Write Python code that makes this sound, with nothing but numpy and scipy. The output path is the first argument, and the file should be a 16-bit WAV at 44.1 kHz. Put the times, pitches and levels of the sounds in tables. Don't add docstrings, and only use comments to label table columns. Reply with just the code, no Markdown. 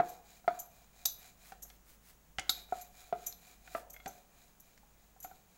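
import sys
import numpy as np
from scipy import signal
from scipy.fft import rfft, irfft
from scipy.io import wavfile

SR = 44100
rng = np.random.default_rng(int(sys.argv[2]) if len(sys.argv) > 2 else 0)


def dump_mix(stems):
    frames = np.atleast_2d(stems).T
    limited = np.clip(frames, -1, 1)
    pcm = np.round(limited * 32767).astype(np.int16)
    wavfile.write(sys.argv[1], SR, pcm)


N = 245637
TIME = np.arange(N) / SR
AGE = TIME[:SR * 2 // 5]

# t/s, level/dB, cutoff/Hz, pitch factor, extra thud/dB, extra upper modes/dB
KNOCKS = [(0.0, -12.5, 1600, 0.96, -9.5, -2.5), (0.478, -12.5, 2600, 0.95, -14, -0.5),
          (1.52, -38.5, 4500, 1.05, -4, 1), (1.65, -52.5, 1210, .97, 3.5, -5),
          (2.385, -39, 1510, 1.1, 3.5, -2), (2.723, -18, 930, 0.99, -14.5, 1),
          (3.1254, -18.5, 1920, 0.95, -13, -4.5), (3.7489, -24.5, 2060, 0.91, -3.5, 9),
          (4.0594, -30.5, 1080, 0.97, 2, -14), (4.069, -31, 1010, 1.06, -7.5, 3),
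          (4.831, -54.5, 1476, 1.12, -22, -3), (5.162, -51, 900, 1.04, -32, 6),
          (5.246, -33, 4100, 1, -10, -0.5), (5.312, -42.5, 1100, 1.04, -11, 9)]
# f/Hz, level/dB, t60/s
BOUNCE_MODES = [(436, -17.5, 0.022), (577, -30, 0.019), (687.4, -5.5, 0.021), (738, 0.5, 0.048)]
# f/Hz, level/dB, t60/s
UPPER_MODES = [(1360, -8.5, 0.01), (1312, -18, 0.081), (1446, -20, 0.074), (2164, -13, 0.015)]
# f/Hz, level/dB, t60/s
HOLLOW_MODES = [(718.6, -17.5, 0.34)]
# f/Hz, level/dB
THUD_COLOUR = [(60, -22.5), (150, -3), (270, -0.5), (390, 0.5), (550, 2), (950, -5), (1400, -4.5),
               (2200, -5), (3000, -10.5), (8000, -10)]
# start/s, end/s, one stroke/s
BOUTS = [(-0.01, 1.586, .228), (2.44, 3.832, .232), (3.985, 5.755, .295)]
# t/s, level/dB
PRESSURE = [(0.1, -60.5), (0.35, -62), (0.8, -67), (1.26, -59), (1.5, -63.5), (2.7, -58), (3.2, -60.5),
            (3.5, -60), (4.4, -67.5), (4.75, -71.5), (5.05, -76), (5.35, -68.5)]
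# f/Hz, level/dB
RUB_COLOUR = [(300, -10), (600, -6), (725, 14), (850, -8), (1400, -1.5), (2250, -1), (2420, 10),
              (2580, -5.5), (3000, -5.5), (3700, -2), (3930, 4.5), (4300, -2.5), (5900, -5), (6900, 3.5),
              (8500, -7.5), (15000, -5)]
# f/Hz, level/dB
AIR_COLOUR = [(30, -4), (70, -15.5), (110, -12.5), (185, -8), (300, -18), (720, -18), (1500, -23.5),
              (3000, -28), (5000, -31), (6800, -24), (9000, -32), (15500, -27)]
# t/s, level/dB
HUM_LEVELS = [(0.0, -65), (0.03, -72.5), (1.15, -68.5), (1.35, -73), (1.63, -63.5), (2.2, -71.5),
              (2.45, -63), (3.52, -71), (3.57, -66), (4.1, -65), (4.2, -84), (4.39, -71), (4.73, -84),
              (4.78, -71.5), (5.3, -69), (5.57, -83.5)]
# t/s, level/dB, length of the chatter/s
JINGLES = [(0.085, -42, .016), (0.59, -34, .014), (1.0535, -23, .007), (1.622, -35, .013),
           (2.495, -25.5, .008), (2.811, -41.5, .01), (3.2636, -28, .007), (3.899, -42.5, .008),
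           (3.932, -45, .012), (4.076, -41.5, .01), (4.599, -48, .005), (5.202, -46.5, .003),
           (5.227, -38, .02)]
# f/Hz, level/dB, t60/s
BANGLE_MODES = [(6115, -8, .13), (6250, -11, .04), (6800, -7, .05), (7080, -10, .07), (7550, -12, .035),
                (8480, -16, .04), (11200, -11, .04), (11600, -2, .09), (11680, -3, .12), (11780, -3, .1),
                (11900, -7, .06), (12550, -9, .04), (12948, -1, .13), (14600, -10, .035)]
# f/Hz, level/dB
TICK_COLOUR = [(2000, -19), (5000, -12), (6600, 6), (9500, -10), (12000, 6.5), (16000, 8.5)]
# t/s, level/dB, cutoff/Hz, pitch factor, extra upper modes of the jolted board/dB
CLACKS = [(1.0564, -21, 12600, 1.22, -14), (2.4941, -16.5, 5900, 0.96, 22),
          (2.5008, -24.5, 4530, 0.88, -1.5), (3.325, -43, 6000, 1.08, 11)]
# f/Hz, level/dB, t60/s
PIN_MODES = [(2380, -17, .03), (3700, -4, .028), (3930, -3, .028), (4280, -3, .02), (4850, -4, .016),
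             (6850, -4, .018), (8450, -10, .025)]
# f/Hz, level/dB, t60/s
LINGER_MODES = [(3485, -3, .25), (3637, -1, .22), (3785, 0, .2), (3900, 3, .25), (3975, 3, .28),
                (4060, -1, .18), (4190, -1, .25), (4720, -8, .3), (5160, -9, .35), (6110, -1, .2)]
# f/Hz, level/dB
CRACK_COLOUR = [(500, -40), (1450, -15), (3000, -22), (3800, 5.5), (5100, -1), (6200, -2.5), (7200, 2),
                (10000, -10), (16000, -2.5)]
# t/s, level/dB
SLIDES = [(1.48, -59.5), (1.72, -65.5), (1.91, -61.5), (2.088, -60), (3.77, -56)]
# f/Hz, level/dB
SLIDE_COLOUR = [(300, -12), (1400, 0), (2200, 2), (3000, -4), (4200, -2.5), (7000, -2.5), (11000, -2.5),
                (16000, -1)]
# t/s, level/dB, cutoff/Hz, extra ring of the dish/dB
PATS = [(1.701, -48, 5000, -15), (2.3845, -24, 3360, -18), (2.391, -32.5, 2000, -18),
        (2.3948, -31.5, 8800, -16.5), (3.676, -39.5, 1900, -24), (3.942, -49, 2200, -7),
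        (3.964, -46.5, 3040, -7), (4.0004, -48, 2630, -6.5), (4.059, -38, 6100, -32),
        (4.776, -53, 5000, -24)]
# f/Hz, level/dB
PAT_COLOUR = [(100, -10.5), (400, -24), (1100, -14.5), (1500, -2.5), (2200, -5.5), (4000, -9.5),
              (7000, -6.5), (15000, -19)]
# f/Hz, level/dB, t60/s
DISH_MODES = [(1435, -15, 0.057), (2140, 5.5, 0.054), (3357, -1, 0.066)]
# delay/s, level/dB
WALL_ECHOES = [(.0307, -16), (.069, -31.5), (.099, -31.5)]
# f/Hz, t60/s
KITCHEN_DECAY = [(150, 0.19), (700, 0.78), (2000, 0.26), (4000, 0.4), (8000, 0.12), (14000, 0.32)]


def from_db(db):
    return 10 ** (np.asarray(db) / 20)


def rms_one(x):
    return x / np.sqrt(np.mean(x ** 2) + 1e-20)


def at_hz(points, hz):
    known_hz, values = np.transpose(points)
    return np.interp(np.log(hz + 1), np.log(known_hz), values)


def colour(x, spectrum):
    gains = from_db(at_hz(spectrum, np.fft.rfftfreq(len(x), 1 / SR)))
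    return rms_one(irfft(rfft(x) * gains, len(x)))


def drift(per_s):
    return np.interp(TIME * per_s, np.arange(N), rng.standard_normal(N))


def fade(t60):
    return np.exp(-np.log(1000) * AGE / t60)


def ring(modes, pitch=1, uneven_db=0.0):
    hz, db, t60 = np.transpose(modes)[:, :, None]
    gain = from_db(db + uneven_db * rng.standard_normal(db.shape))
    signs = (-1) ** np.arange(len(hz))[:, None]
    return np.sum(gain * signs * fade(t60) * np.sin(2 * np.pi * hz * pitch * AGE), axis=0)


def burst(spectrum, t60):
    return colour(rng.standard_normal(len(AGE)), spectrum) * fade(t60)


def soften(x, cutoff_hz):
    return signal.sosfilt(signal.butter(2, min(cutoff_hz, .45 * SR), fs=SR, output="sos"), x)


def add(track, s, sound):
    start = max(round(s * SR), 0)
    track[start:start + len(sound)] += sound[:N - start]


def board(settle_s=0.00083, hollow_build_s=0.066):
    rings, thuds = np.zeros((2, N))
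    settle = 1 - np.exp(-AGE / settle_s)
    hollow = ring(HOLLOW_MODES) * (1 - np.exp(-AGE / hollow_build_s))
    for s, db, cutoff_hz, pitch, thud_db, upper_db in KNOCKS + nudges():
        tones = hollow + ring(BOUNCE_MODES, pitch) + from_db(upper_db) * ring(UPPER_MODES, pitch)
        thud = burst(THUD_COLOUR, t60=.036)
        add(rings, s, from_db(db) * soften(settle * tones, cutoff_hz))
        add(thuds, s, from_db(db + thud_db) * soften(settle * thud, cutoff_hz))
    echoes = sum(from_db(db) * np.interp(TIME - delay, TIME, rings, left=0) for delay, db in WALL_ECHOES)
    return kitchen(rings, tail_db=-24) + soften(echoes, cutoff_hz=1200) + kitchen(thuds, tail_db=-8)


def nudges(cutoff_hz=1400, thud_db=-11.5, upper_db=6, wobbles_per_s=3):
    lead_s = .035
    lifts = [(s - lead_s, db - 35.5, upper_db) for s, db, *_ in KNOCKS if s > lead_s]
    jolts = [(s, db - 22, upper) for s, db, *_, upper in CLACKS]
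    jolts += [(s, db - 11, upper_db) for s, db, *_ in PATS]
    effort = strokes()
    moments = np.flatnonzero((rng.random(N) < wobbles_per_s / SR) & (effort > 0))
    wobbles = [(TIME[i], 20 * np.log10(effort[i]) + 7, upper_db) for i in moments]
    return [(s, db, cutoff_hz, 1, thud_db, upper) for s, db, upper in lifts + jolts + wobbles]


def strokes(speed_power=1.62, turn_db=-13):
    motion = np.zeros(N)
    for start, end, stroke_s in BOUTS:
        speed = np.abs(np.sin(np.pi * (TIME - start) / stroke_s))
        in_bout = (TIME >= start) & (TIME < end)
        motion += in_bout * (speed ** speed_power + from_db(turn_db))
    return motion * from_db(np.interp(TIME, *np.transpose(PRESSURE)))


def rubbing(gain, spectrum):
    slips = rng.standard_normal(N) * from_db(2.5 * drift(per_s=900) + 1.2 * drift(per_s=50))
    return gain * colour(slips, spectrum)


def background(hum_hz=51.7, whine_hz=15625):
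    air = from_db(-66) * colour(rng.standard_normal(N), AIR_COLOUR)
    rumble = from_db(-77) * rms_one(soften(rng.standard_normal(N), cutoff_hz=76))
    hum_db = np.interp(TIME, *np.transpose(HUM_LEVELS)) + drift(per_s=7)
    hum = from_db(hum_db) * np.sin(2 * np.pi * hum_hz * TIME + .5 * drift(per_s=7.8))
    whine = from_db(-78) * np.sin(2 * np.pi * whine_hz * TIME)
    return air + rumble + np.sqrt(2) * (hum + whine)


def bangles(touches=6, loss_db=0.05, pitch_spread=0.00185):
    out = np.zeros(N)
    for s, db, length_s in JINGLES:
        delays = length_s * (np.arange(touches) + rng.random(touches)) / touches
        muffle = fade(t60=np.interp(db, [-36, -24], [.11, .5]))
        for k, delay in enumerate(delays - delays[0]):
            pitch = 1 + pitch_spread * rng.standard_normal()
            tones = from_db(-11) * muffle * ring(BANGLE_MODES, pitch, uneven_db=7.5)
            tick = from_db(1) * burst(TICK_COLOUR, t60=0.049)
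            gain = from_db(db - loss_db * k) / np.sqrt(touches)
            add(out, s + delay, gain * soften(tones + tick, cutoff_hz=12200))
    return out


def pin_clacks():
    out = np.zeros(N)
    for s, db, cutoff_hz, pitch, _ in CLACKS:
        brief = from_db(-8) * ring(PIN_MODES, pitch)
        lingering = from_db(-30) * ring(LINGER_MODES, uneven_db=-1.5)
        crack = from_db(1) * burst(CRACK_COLOUR, t60=0.024)
        add(out, s, from_db(db) * soften(brief + lingering + crack, cutoff_hz))
    return out


def dough_slides(swell_s=0.035):
    gain = sum(from_db(db) * np.exp(-np.minimum(((TIME - s) / swell_s) ** 2 / 2, 20)) for s, db in SLIDES)
    return rubbing(gain, SLIDE_COLOUR)


def dough_pats():
    out = np.zeros(N)
    for s, db, cutoff_hz, dish_db in PATS:
        slap = burst(PAT_COLOUR, t60=0.028)
        dish = from_db(dish_db) * ring(DISH_MODES)
        add(out, s, from_db(db) * soften(slap + dish, cutoff_hz))
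    return out


def kitchen(x, tail_db, build_s=0.0023):
    age = TIME[:SR * 3 // 4]
    edges_hz = np.geomspace(60, 18000, 13)
    tail = np.zeros(len(age))
    for low, high in zip(edges_hz, edges_hz[1:]):
        band_filter = signal.butter(2, [low, high], "band", fs=SR, output="sos")
        band = signal.sosfilt(band_filter, rng.standard_normal(len(age)))
        t60 = at_hz(KITCHEN_DECAY, np.sqrt(low * high))
        tail += band * np.exp(-np.log(1000) * age / t60)
    tail *= 1 - np.exp(-(age / build_s) ** 2)
    return x + from_db(tail_db) * signal.fftconvolve(x, tail / np.linalg.norm(tail))[:N]


def scene():
    rolling = rubbing(strokes(), RUB_COLOUR)
    quiet_sounds = rolling + dough_slides() + background()
    clacks = kitchen(pin_clacks(), tail_db=-11)
    pats = kitchen(dough_pats(), tail_db=-11.5)
    jingles = kitchen(bangles(), tail_db=-6.5)
    return (quiet_sounds + clacks + pats + jingles + board())[None]


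def record(dry):
    return signal.sosfilt(signal.ellip(10, .1, 70, 15900, fs=SR, output="sos"), dry)


dry = scene()
out = record(dry)
dump_mix(out)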